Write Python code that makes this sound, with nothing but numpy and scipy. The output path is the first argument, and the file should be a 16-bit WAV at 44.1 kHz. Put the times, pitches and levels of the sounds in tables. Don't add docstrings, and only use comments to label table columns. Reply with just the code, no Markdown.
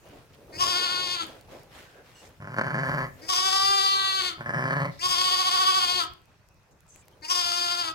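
import sys
import numpy as np
from scipy import signal
from scipy.fft import next_fast_len
from scipy.io import wavfile
from scipy.ndimage import uniform_filter1d

SR = 44100
rng = np.random.default_rng(int(sys.argv[2]) if len(sys.argv) > 2 else 0)


def gain_from_db(level_db):
    decades = np.asarray(level_db, float) / 20
    return 10 ** decades


def wav_record(signal):
    frames = np.transpose(np.atleast_2d(signal))
    bounded = np.clip(frames, -1, 1)
    quanta = np.round(bounded * 32767).astype(np.int16)
    wavfile.write(sys.argv[1], SR, quanta)


N = 350154


def evened(x):
    return x / np.sqrt(np.mean(x ** 2) + 1e-20)


def read(points, hz):
    f, value = np.transpose(points)
    return np.interp(np.log(hz + 1), np.log(f + 1), value)


def add(mix, s, sound):
    part = mix[..., round(s * SR):][..., :sound.shape[-1]]
    part += sound[..., :part.shape[-1]]


def butter(x, order, hz, kind):
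    return signal.lfilter(*signal.butter(order, hz, kind, fs=SR), x)


def resonate(x, hz, width):
    turn = np.exp(2j * np.pi * np.cumsum(hz * np.ones(len(x))) / SR)
    r = np.exp(-np.pi * width / SR)
    return 2 * (turn * signal.lfilter([(1 - r) ** 2], [1, -2 * r, r * r], x / turn)).real


def wander(n, size):
    return evened(uniform_filter1d(uniform_filter1d(rng.standard_normal(n), size), size))


def shelf(x, hz, db):
    return x + (gain_from_db(db) - 1) * butter(x, 1, hz, "high")


def ports(x, late, far):
    return np.array([x, np.concatenate([np.zeros(late), far])[:len(x)]])


# freq_hz, likeness
STEREO_LIKENESS = [(30, 0.68), (100, 0.77), (300, 0.97), (1000, 0.37), (4000, 0.086)]


def noise(spectrum, patchy_db):
    size, hop = 510, 170
    frames, hz = N // hop + 5, np.fft.rfftfreq(size, 1 / SR)
    a, b, c, d, patches = rng.standard_normal((frames, 256, 5)).T
    patches = evened(uniform_filter1d(uniform_filter1d(patches, 8, 0), 11, 1))
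    same = np.clip(read(STEREO_LIKENESS, hz), -1, 1)[:, None]
    left, other = a + 1j * b, c + 1j * d
    z = np.array([left, same * left + np.sqrt(1 - same ** 2) * other])
    z *= gain_from_db(read(spectrum, hz)[:, None] + patchy_db * patches)
    return signal.istft(z, nperseg=size, noverlap=size - hop)[1][:, :N]


# freq_hz, density_db
HUSH_COLOUR = [(20, -4.5), (116, 11.5), (200, -19), (330, -5.5), (499, -5), (1530, -8), (2260, -16),
               (2530, -9), (2990, -20), (5850, -19), (9200, -33), (13500, -40), (16000, -50)]
# time_s, level_db
RUMBLE_SWELLS = [(0.0, -61), (0.37, -66), (0.62, -52.5), (0.73, -58), (2.01, -67.5), (2.81, -61),
                 (2.87, -53), (3.52, -62.5), (6.02, -58.5), (6.32, -74), (7.94, -63)]


def air():
    hush = gain_from_db(-60.5) * evened(noise(HUSH_COLOUR, patchy_db=2.2))
    rumble_colour = [(20, -24.5), (55, 6.0), (110, 5.5), (200, -7.0), (400, -24.5)]
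    low = evened(noise(rumble_colour, patchy_db=3.5))
    s, db = np.transpose(RUMBLE_SWELLS)
    return hush + low * gain_from_db(np.interp(np.arange(N) / SR, s, db) + 4.0)


# start_s, held_s, shuffle_db, fizz_db
STRAW_STIRS = [(0.068, 0.12, -52.5, -61.5), (0.3, 0.14, -58, -68), (0.5, 0.58, -48, -66),
               (1.27, 0.012, -46.5, -52.5), (1.452, 0.024, -58.5, -67), (1.522, 0.029, -48, -56),
               (1.753, 0.049, -60, -53.5), (1.9, 0.075, -57, -63), (2.064, 0.11, -71, -61.5),
               (2.233, 0.01, -56, -58), (3.2, 0.32, -56, -60.5), (6.3, 0.026, -68.5, -71),
               (6.7, 0.017, -64, -102), (6.956, 0.011, -68, -67), (7.082, 0.071, -62, -72),
               (7.2, 0.13, -62, -76)]


def rustle():
    s, held, shuffle_db, fizz_db = np.transpose(STRAW_STIRS)[:, :, None]
    t = np.arange(0, N + 200, 200) / SR
    rise_db = -224 * np.maximum(s - t, 0)
    fall_db = -96 * np.maximum(t - s - held, 0)
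    shape, at = gain_from_db(rise_db + fall_db), np.arange(N) / SR
    shuffles = np.interp(at, t, (gain_from_db(shuffle_db) * shape).max(0))
    fizzes = np.interp(at, t, (gain_from_db(fizz_db) * shape).max(0))
    dull_colour = [(120, -15), (300, -7.5), (550, -3.0), (1200, -20.5), (2500, -39.0), (6000, -66)]
    fizz_colour = [(800, 0.5), (2200, -1.5), (5000, -9.0), (9000, -17.0), (15000, -20)]
    dull = evened(noise(dull_colour, patchy_db=2.5))
    fizz = evened(noise(fizz_colour, patchy_db=1.2))
    grain = gain_from_db(1.8 * wander(N, size=60))
    return shuffles * dull + gain_from_db(4.5) * fizzes * grain * fizz


# start_s, peak_db, pitch_hz, left_right_db
STRAW_TICKS = [(0.058, -53, 600, -4), (0.088, -43, 6780, -0.5), (0.3336, -50, 5780, -2),
               (0.4434, -63, 5640, -3), (1.411, -36, 4500, -3), (1.633, -42, 5500, -8),
               (1.8394, -61, 4600, 1.0), (1.9137, -46, 5250, 5), (2.0577, -58, 5670, 5),
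               (6.136, -41, 4500, 17), (6.2172, -51, 4620, 5.5), (6.256, -49, 5870, -2),
               (6.4877, -50.5, 7300, 15), (6.5444, -52, 7340, 0), (6.599, -61, 4900, 7),
               (6.6326, -57.5, 7430, 10), (6.71, -55, 6500, 12), (6.806, -49, 10900, -17),
               (6.867, -53, 7440, 5), (6.96, -40, 7200, 10), (7.0826, -47, 4680, 11),
               (7.1133, -53, 4500, -3), (1.267, -36, 10980, -11), (1.87, -56, 11900, 0),
               (2.292, -46, 11000, 0), (0.346, -45, 2500, 0.3), (0.387, -58, 11000, 0.3),
               (1.268, -49, 2590, 0.3), (1.596, -44, 350, -3), (6.96, -37, 2510, 7),
               (7.0823, -38, 700, 0.3), (7.056, -52, 6000, 0.3), (7.125, -54, 12000, 0.3),
               (7.212, -52, 6500, -2)]


def straw_ticks():
    out, t = np.zeros((2, N)), np.arange(300) / SR
    for s, db, hz, pan_db in STRAW_TICKS:
        crack = rng.standard_normal(len(t))
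        snap = gain_from_db(-60 * t / .008) * (.7 * np.sin(2 * np.pi * hz * t) + .8 * crack)
        add(out, s, gain_from_db(db - 7.0) * snap * gain_from_db(np.array([[pan_db / 2], [-pan_db / 2]])))
    return out


# start_s, end_s, level_db, centre_hz, width_hz
HISSES = [(2.153, 2.296, -60, 6111, 5616), (6.87, 7.037, -61, 7400, 2400), (6.89, 6.96, -60, 6230, 240),
          (1.84, 2.05, -60.5, 1570, 410), (4.9, 5.01, -58, 4300, 2100), (6.399, 6.62, -85, 2000, 125),
          (0.058, 0.15, -67, 2800, 450), (7.02, 7.052, -67, 2400, 200), (7.115, 7.15, -69, 3140, 280),
          (6.708, 6.735, -69.5, 6500, 2300), (0.332, 0.36, -59.5, 2500, 4000)]


def hisses():
    out = np.zeros((2, N))
    for s, end, db, hz, width in HISSES:
        n = round((end - s) * SR)
        spray = []
        for _ in "lr":
            hiss = evened(resonate(rng.standard_normal(n), hz, width))
            spray.append(hiss * gain_from_db(2.0 * wander(n, size=150)))
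        add(out, s, gain_from_db(db) * np.array(spray) * signal.windows.tukey(n, .3))
    return out


def voice(turns, hz, rough, sizes, throat, breath_hz, tilt_db, sway_db):
    overtones = np.arange(1, int(15500 / hz.max()))
    at, steps = np.arange(len(hz)), np.arange(0, len(hz) + 400, 400)
    chance = rng.standard_normal((len(overtones), len(steps)))
    sways = gain_from_db(sway_db * uniform_filter1d(chance, 3, 1) * np.sqrt(3))
    folds = sum(np.interp(at, steps, g) * np.cos(2 * np.pi * k * turns) for k, g in zip(overtones, sways))
    puffs = (0.083 + np.exp(-(turns % 1) / 3.8)) * rng.standard_normal(len(hz))
    puffs = shelf(shelf(evened(puffs), breath_hz, tilt_db), breath_hz, tilt_db) / gain_from_db(2 * tilt_db)
    drive = (np.sqrt(1 - rough) * evened(folds) + np.sqrt(rough) * puffs) * sizes
    return evened(sum((-1) ** k * gain_from_db(db) * resonate(drive, f, w) for k, (f, w, db) in enumerate(throat)))


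# time_s, pitch_drop_hz, level_drop_db, rasp
QUAVER_DIPS = [(0.65, 26, 0, 0.3), (.733, 17, 0.5, 0.15), (0.804, 10, 2.5, 0.08), (.875, 17.2, 3.5, 0.15),
               (.955, 6.9, 1.5, 0), (1.077, 11.6, -0.5, 0.28), (1.142, 1.7, -3, 0.38),
               (1.222, 9.7, -5.5, 0.64), (3.342, 23.7, -2.5, 0.47), (3.413, 9.1, 1.5, 0),
               (3.502, 14.6, 1.5, 0.35), (3.599, 3.1, 3, 0.01), (3.799, 7.4, -1.5, 0),
               (3.849, 0.44, -1.5, 0.08), (4.225, 12.8, -0.5, 0.8), (5.083, 16, 3, 1),
               (5.157, 26.4, 2, 0.24), (5.228, 11.8, -1.5, 0.7), (5.297, 16.5, -1, 0.37),
               (5.365, 16.3, 2.5, 0.22), (5.433, 23, 5, 0.27), (5.502, 28, 3, 0.37),
               (5.57, 20.3, 2.5, 0.27), (5.644, 20, 1.5, 0.26), (5.722, 23.2, 2.5, 0.13),
               (5.802, 11.6, 4, 0.28), (5.87, 12, 4, 0.32), (5.946, 7, 1, 0), (7.34, 18.3, -1, 0.45),
               (7.429, 10.4, 4, 0.03), (7.511, 5.7, 1.5, 0.32), (7.6, 4.6, 0.5, 0.32),
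               (7.686, 6.1, 2, 0.29), (7.756, 7, 2.5, 0.37), (7.829, 3, 1, 0.15)]
# freq_hz, width_hz, level_db
LAMB_RESONANCES = [(370, 330, -51), (2043, 1140, -10), (2334, 910, -8), (6430, 1760, -20), (7460, 370, -13),
                   (8220, 2560, -26), (11130, 1060, -25), (14600, 21000, -37)]


def bleat(rows, mouth, nose, tongue, wave, bright_db, shadow_db, nasal_db, breath_db):
    s, *columns = np.transpose(rows)
    t = np.arange(s[0], s[-1], 1 / SR)
    n = len(t)
    effort_db, hz = (np.interp(t, s, c) for c in columns)
    when, *shape = np.transpose(mouth)
    jaw_hz, jaw_db, lip_hz = (np.interp(t, when, c) for c in shape)
    hoarse, narrows_s, narrow_db, mouth_air_db = nose
    nasal_db = nasal_db + narrow_db / (1 + np.exp((narrows_s - t) / 0.027))

    slack = np.maximum(np.median(hz) - hz, 0) / 48
    faint_db = np.median(effort_db) - effort_db
    rough = np.clip(.11 + .5 * slack ** 2 + faint_db / 42, 0, np.where(t < t[0] + .05, .3, .7))
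    inside = [q for q in QUAVER_DIPS if s[0] < q[0] < s[-1]]
    at, drop_hz, drop_db, rasp = np.transpose(inside)[:, :, None]
    steep = np.where(t < at, 2.8, 1.6)
    dips = np.exp(-(steep * (t - at) / .035) ** 2 * np.log(2))
    rasps = (np.abs(rasp) * dips ** 1.5).sum(0)
    gape = np.maximum(lip_hz - 4850, 0) / 1600
    rough = np.clip(abs(hoarse) + 2 * rough ** 2 + rasps + gape, 0, .9)
    tremble = (.001 + .035 * rough) * wander(n, size=120) + .002 * wander(n, size=450)
    hz = (hz - (drop_hz * dips).sum(0)) * (1 + tremble)
    turns = np.cumsum(hz) / SR
    sizes = gain_from_db((0.6 + 2.6 * rough) * wander(n, size=150))

    lip_db = -.6 - 1.26 * np.maximum(faint_db - 1.5, 0) * (t > np.mean(t))
    lip_width = 520 + .6 * np.maximum(lip_hz.max() - 4800, 0)
    closed = (t < t[0] + .1) * np.clip(-.034 * (effort_db + 30.5), 0, .45)
    tongue_hz, *rest = tongue
    chest, *upper = LAMB_RESONANCES
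    flare = (5600, 800, -26.5 + 0.0584 * (lip_hz - 4850.0))
    throat = [chest, (760, 250, nasal_db + 11.5), (jaw_hz, 260, jaw_db + 3.5), *upper[:2],
              (tongue_hz * (1 - closed), *rest), (lip_hz, lip_width, lip_db), *upper[2:], flare]
    x = voice(turns, hz, rough, sizes, throat, breath_hz=3850, tilt_db=15, sway_db=1.5)
    x = shelf(x, 7770, bright_db + 0.025 * (lip_hz - 4700))
    hum_db = -25.5 - 0.78 * (effort_db + 21.5) + 3 * wander(n, size=900)
    x = x + gain_from_db(hum_db) * sizes * np.sin(2 * np.pi * turns)
    windpipe = evened(resonate(rng.standard_normal(n), 470, 550))
    mouth_air = evened(resonate(rng.standard_normal(n), 864, 220))
    x = x + gain_from_db(breath_db) * windpipe + gain_from_db(mouth_air_db) * sizes * mouth_air
    fade = signal.windows.tukey(n, .03)
    x = x * gain_from_db(effort_db - (drop_db * dips).sum(0)) * fade
    hiss = evened(butter(rng.standard_normal((2, n)), 2, [7000, 13000], "band"))
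    hiss = hiss * gain_from_db(effort_db - 33.5 + bright_db) * fade

    third = signal.hilbert(resonate(x, 3 * hz, 120), next_fast_len(n))[:n]
    when, wave_db, turn = np.transpose(wave)
    shift = gain_from_db(np.interp(t, when, wave_db)) * np.exp(1j * np.interp(t, when, turn))
    near = x + (third * (shift - 1)).real
    far = x + (gain_from_db(5) - 1) * third.real
    return ports(near, late=20, far=gain_from_db(-4.5) * shelf(far, 5400, shadow_db)) + hiss * gain_from_db([[0], [-4]])


# time_s, effort_db, pitch_hz
LAMB_BLEATS = [
    [(0.52, -47, 305), (0.56, -41.5, 312.3), (0.61, -29.5, 366.2), (0.8, -23, 367.2), (1.05, -27.5, 363.3),
     (1.14, -26.5, 361.7), (1.16, -31, 341.5), (1.225, -31.5, 337.7), (1.3, -51, 281)],
    [(3.21, -45.5, 299.3), (3.26, -50.5, 328), (3.29, -31, 370), (3.5, -23, 386.4), (3.75, -22.5, 396.5),
     (4.18, -21.5, 383.6), (4.28, -21.5, 361), (4.325, -32.5, 326), (4.38, -55, 313)],
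    [(4.985, -50, 316), (5.01, -37.5, 338.7), (5.04, -26, 366.6), (5.4, -21, 378.6), (5.78, -22, 381.6),
     (5.85, -21, 359.9), (5.98, -23, 368.6), (6.03, -23.5, 323), (6.09, -53, 328)],
    [(7.215, -51, 297), (7.25, -35, 310.3), (7.275, -43, 311), (7.31, -31, 367.3), (7.45, -27, 350.1),
     (7.81, -27, 353.5), (7.835, -29, 336.3), (7.89, -31, 322), (7.935, -43, 318)],
]
# time_s, jaw_hz, jaw_db, lip_hz
LAMB_MOUTHS = [
    [(.52, 1010, -14, 4600), (.62, 1120, 5.5, 5120), (.7, 1260, 0.5, 4910), (.8, 1270, -0.5, 4640),
     (.95, 1287, 1.5, 4500), (1.12, 1248, -11.5, 4620), (1.21, 1290, 0.5, 4483), (1.3, 1300, -11.5, 4460)],
    [(3.21, 980, -26, 4840), (3.3, 1090, 10, 5110), (3.35, 1170, 5, 5084), (3.53, 1250, 5.5, 4913),
     (3.85, 1227, 2, 4670), (4.0, 1250, 3.5, 4360), (4.15, 1265, 2, 4420), (4.29, 1240, -4.5, 4470),
     (4.38, 1306, 22, 4460)],
    [(4.985, 970, -13, 5110), (5.03, 1060, 2.5, 4760), (5.1, 1187, 6, 5000), (5.23, 1155, 0.5, 4700),
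     (5.6, 1180, 6, 4676), (5.8, 1151, 5.5, 4720), (5.97, 1188, -4.5, 4540), (6.09, 1320, 19.5, 4765)],
    [(7.215, 950, -9, 4460), (7.3, 1095, 6, 5170), (7.38, 1205, 2.5, 4990), (7.46, 1210, 3, 4884),
     (7.73, 1260, 3, 4755), (7.935, 1210, 7.5, 4690)],
]
# hoarseness, narrows_s, narrow_db, mouth_air_db
LAMB_NOSES = [
    (0.08, 0.8, -10, -21),
    (0.04, 3.876, -13.5, -39),
    (0.1, 4.2, -5.5, -24),
    (0.07, 10, 2.5, -22),
]
# freq_hz, width_hz, level_db
LAMB_TONGUES = [(3320, 910, -3), (3340, 880, -3), (3287, 700, 0), (3260, 940, -3.5)]
# time_s, level_db, phase_turn_rad
STALL_WAVES = [
    [(.52, 3, 0.1), (.72, 5.5, 0), (.88, 2.5, -.5), (1.0, 7, -0.4), (1.15, 11, -0.13), (1.3, 3, -0.11)],
    [(3.21, -11, 0), (3.42, -7.5, 1.3), (3.5, -9, -2.4), (3.58, -7.5, -2.5), (3.66, -1.5, -6),
     (3.76, 1, -6), (3.98, 0.5, -7), (4.06, -13.5, -7.5), (4.22, 1.5, -5.5)],
    [(4.985, 0, -0.61), (5.17, 2.5, -0.69), (5.41, -9, 0.061), (5.65, -1.5, 0.5), (5.8, -8, 0.23),
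     (5.89, 1.5, -0.43), (6.09, 8, 0.082)],
    [(7.215, 2, -0.46), (7.5, 2, -0.35), (7.74, 3, -0.25), (7.935, 1.5, -0.25)],
]
# bright_db, far_shadow_db, nasal_db, low_breath_db
HEAD_TURNS = [
    (2, -1.5, -17, -27.5),
    (5.5, -14, -12, -30.5),
    (7.5, -7, -12.5, -27),
    (6, -5.5, -17, -28),
]


def lamb():
    out = np.zeros((2, N))
    settings = zip(LAMB_BLEATS, LAMB_MOUTHS, LAMB_NOSES, LAMB_TONGUES, STALL_WAVES, HEAD_TURNS)
    for rows, *shape, head in settings:
        add(out, rows[0][0], bleat(rows, *shape, *head))
    return out


# freq_hz, t60_s
BARN_DECAY = [(150, 0.74), (600, 0.43), (1300, 0.32), (2000, 0.41), (5000, 0.28), (12000, 0.0073)]


def barn(x):
    taps = np.zeros((2, SR // 2))
    at = np.arange(160, SR // 2 - 20, 20) + rng.integers(0, 20, (2, (SR // 2 - 161) // 20))
    np.put_along_axis(taps, at, rng.choice([-1., 1.], at.shape), 1)
    hz, t, z = signal.stft(taps, SR, nperseg=256)
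    tail = signal.istft(z * gain_from_db(-60 * t / read(BARN_DECAY, hz)[:, None]), SR, nperseg=256)[1]
    return signal.fftconvolve(x, tail / np.linalg.norm(tail[0]), axes=1)[:, :N]


# freq_hz, level_db
SQUEAK_PARTIALS = [(2859, -66), (4344, -76), (5426, -79), (6121, -76), (7763, -73)]


def squeak():
    out, t = np.zeros((2, N)), np.arange(round(.085 * SR)) / SR
    for hz, db in SQUEAK_PARTIALS:
        tone = np.sin(2 * np.pi * hz * (t - 0.089 * t * t)) * signal.windows.tukey(len(t), .3)
        add(out, 2.142, gain_from_db(db + 7 + 4 * wander(len(t), size=120)) * tone)
    return out


# time_s, lull_before_db, hum_swell_db
FOLD_CATCHES = [(2.403, 6, 9), (2.428, -12, 3), (2.447, 3.5, 9), (2.473, 12, -8), (2.503, 8, 3),
                (2.539, 3.5, 0), (2.565, 12.5, -3), (2.587, 2, 5), (2.612, 21, -1), (2.636, 11, -2),
                (2.676, -4, 6), (2.705, 9, -5), (2.744, 7, 5), (2.781, 12, 4.5), (2.834, 3, 4),
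                (2.862, 3.5, -2), (2.909, 1, 0), (2.972, -2.5, 4.5), (3.012, 5, 1), (3.05, -4, 0),
                (4.41, 0, 3), (4.46, 13, -6), (4.493, 12, 4.5), (4.536, 16, -8), (4.572, 3, 8),
                (4.622, 4, 0), (4.654, 4, 6), (4.695, 3, 3), (4.735, -4, 2.5), (4.784, 3, 5.5),
                (4.839, 0.5, 8.5), (4.869, -9, 3), (4.9, 2.5, 9)]
# freq_hz, width_hz, level_db
EWE_RESONANCES = [(208, 78, 10.5), (563, 284, 5), (950, 800, -1), (1335, 296, 4), (2190, 750, -3),
                  (3000, 810, -19.5), (4620, 530, -16), (5500, 6600, -29.5)]


def ewe_call(rows, lead_s, late):
    s, *columns = np.transpose(rows)
    t = np.arange(s[0], s[-1], 1 / SR)
    n = len(t)
    effort_db, hz, mouth_hz, nose_hz = (np.interp(t, s, c) for c in columns)
    at, lull_db, swell_db = np.transpose([c for c in FOLD_CATCHES if s[0] < c[0] < s[-1]])
    led = t + lead_s
    beyond = (led - np.clip(led, at[0], at[-1])) / .038
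    beat = np.interp(t, at - lead_s, np.arange(len(at))) + beyond
    hz = hz * (1 - .04 * np.cos(2 * np.pi * beat))
    steady = np.cumsum(hz * (1 + .055 * wander(n, size=500))) / SR
    turns = np.cumsum(hz * (1 + .052 * wander(n, size=150) + .015 * wander(n, size=600))) / SR
    hard = at[lull_db > 4]
    hard_turns = np.interp(hard, t, turns)
    turns = turns + np.interp(t, hard, np.round(hard_turns) - hard_turns)

    edges = np.concatenate([[s[0]], at - .003, [s[-1]]])
    since = np.interp(t, edges, np.arange(len(edges)))
    lull = np.append(lull_db, 2.)[np.minimum(since.astype(int), len(at))]
    fade_db = -1.1 * lull * (since % 1 - .4)
    per_pulse_db = 2.4 * rng.standard_normal(200)[np.round(turns).astype(int) % 200]
    mouth = (mouth_hz, 300, 6.0 + 12 * (.5 - since % 1))
    _, nose_width, nose_db = EWE_RESONANCES[6]
    nose = (nose_hz, nose_width, nose_db + 0.24 * (effort_db + 28.5))
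    throat = [*EWE_RESONANCES[:4], mouth, *EWE_RESONANCES[4:6], nose, *EWE_RESONANCES[7:]]
    x = -voice(turns, hz, .25, gain_from_db(fade_db + per_pulse_db), throat, breath_hz=1800, tilt_db=9, sway_db=1.5)
    x = signal.lfilter(*signal.iirnotch(2530, 4.9, SR), x)
    boards = np.bincount([0, 65, 130, 190, 250], [1, -.3, .35, -.35, .3])
    x = evened(signal.lfilter(boards, 1, x))
    rush = evened(butter(rng.standard_normal(n), 2, 5500, "high"))
    x = x + gain_from_db(fade_db - 34) * (0.36 + np.exp(-(turns % 1) / .25)) * rush

    second = .68 * np.sin(2 * np.pi * (steady + beat))
    hum = evened(resonate(np.sin(2 * np.pi * steady) - second, 160, 240))
    hum_db = -11 - 0.42 * (effort_db + 24.5) + np.interp(t, at - .005, swell_db)
    x = (x + gain_from_db(hum_db) * hum) * gain_from_db(effort_db) * signal.windows.tukey(n, .012)
    return ports(x, late=late, far=x)[::-1]


# time_s, effort_db, pitch_hz, mouth_hz, nose_hz
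EWE_CALLS = [
    [(2.398, -45.5, 107.7, 1430, 5250), (2.46, -42, 104, 1460, 5140), (2.57, -34, 119.7, 1500, 4430),
     (2.646, -30, 131.6, 1534, 4530), (2.906, -27, 134.9, 1605, 4630), (2.964, -30.5, 141.2, 1630, 4730),
     (2.982, -27.5, 129.9, 1580, 4540), (3.06, -31, 127.1, 1889, 4620), (3.09, -44, 130, 1760, 4540)],
    [(4.375, -42, 115, 1387, 4490), (4.417, -40.5, 118.6, 1460, 4660), (4.45, -40.5, 109.7, 1680, 4850),
     (4.5, -33.5, 112.9, 1670, 5100), (4.583, -28.5, 127.6, 1670, 5300), (4.7, -27.5, 133.5, 1626, 4600),
     (4.82, -26.5, 138.3, 1755, 4340), (4.89, -34.5, 135, 2060, 4300), (4.93, -62, 131, 1920, 4300)],
]
HUM_LEADS = [-0.0098, -0.0111]
LEFT_LAGS = [8, 9]


def ewe():
    out = np.zeros((2, N))
    for rows, *timing in zip(EWE_CALLS, HUM_LEADS, LEFT_LAGS):
        add(out, rows[0][0], ewe_call(rows, *timing))
    return out


def scene():
    young, mother = lamb(), ewe()
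    sent = gain_from_db(-14) * young[:1] + gain_from_db(-15) * mother[1:]
    sent = butter(sent, 2, 260, "high")
    quiet = air() + rustle() + straw_ticks() + hisses() + squeak()
    return young + mother + barn(sent) + quiet


def roll_off(x):
    return signal.sosfilt(signal.butter(12, 16510, fs=SR, output="sos"), x)


def record(dry):
    treble_limit = signal.firwin(511, 16050, window=("kaiser", 9), fs=SR)
    limited = signal.oaconvolve(dry, treble_limit[None], "same")
    return roll_off(butter(limited, 2, 38, "high"))


dry = scene()
out = record(dry)
wav_record(out)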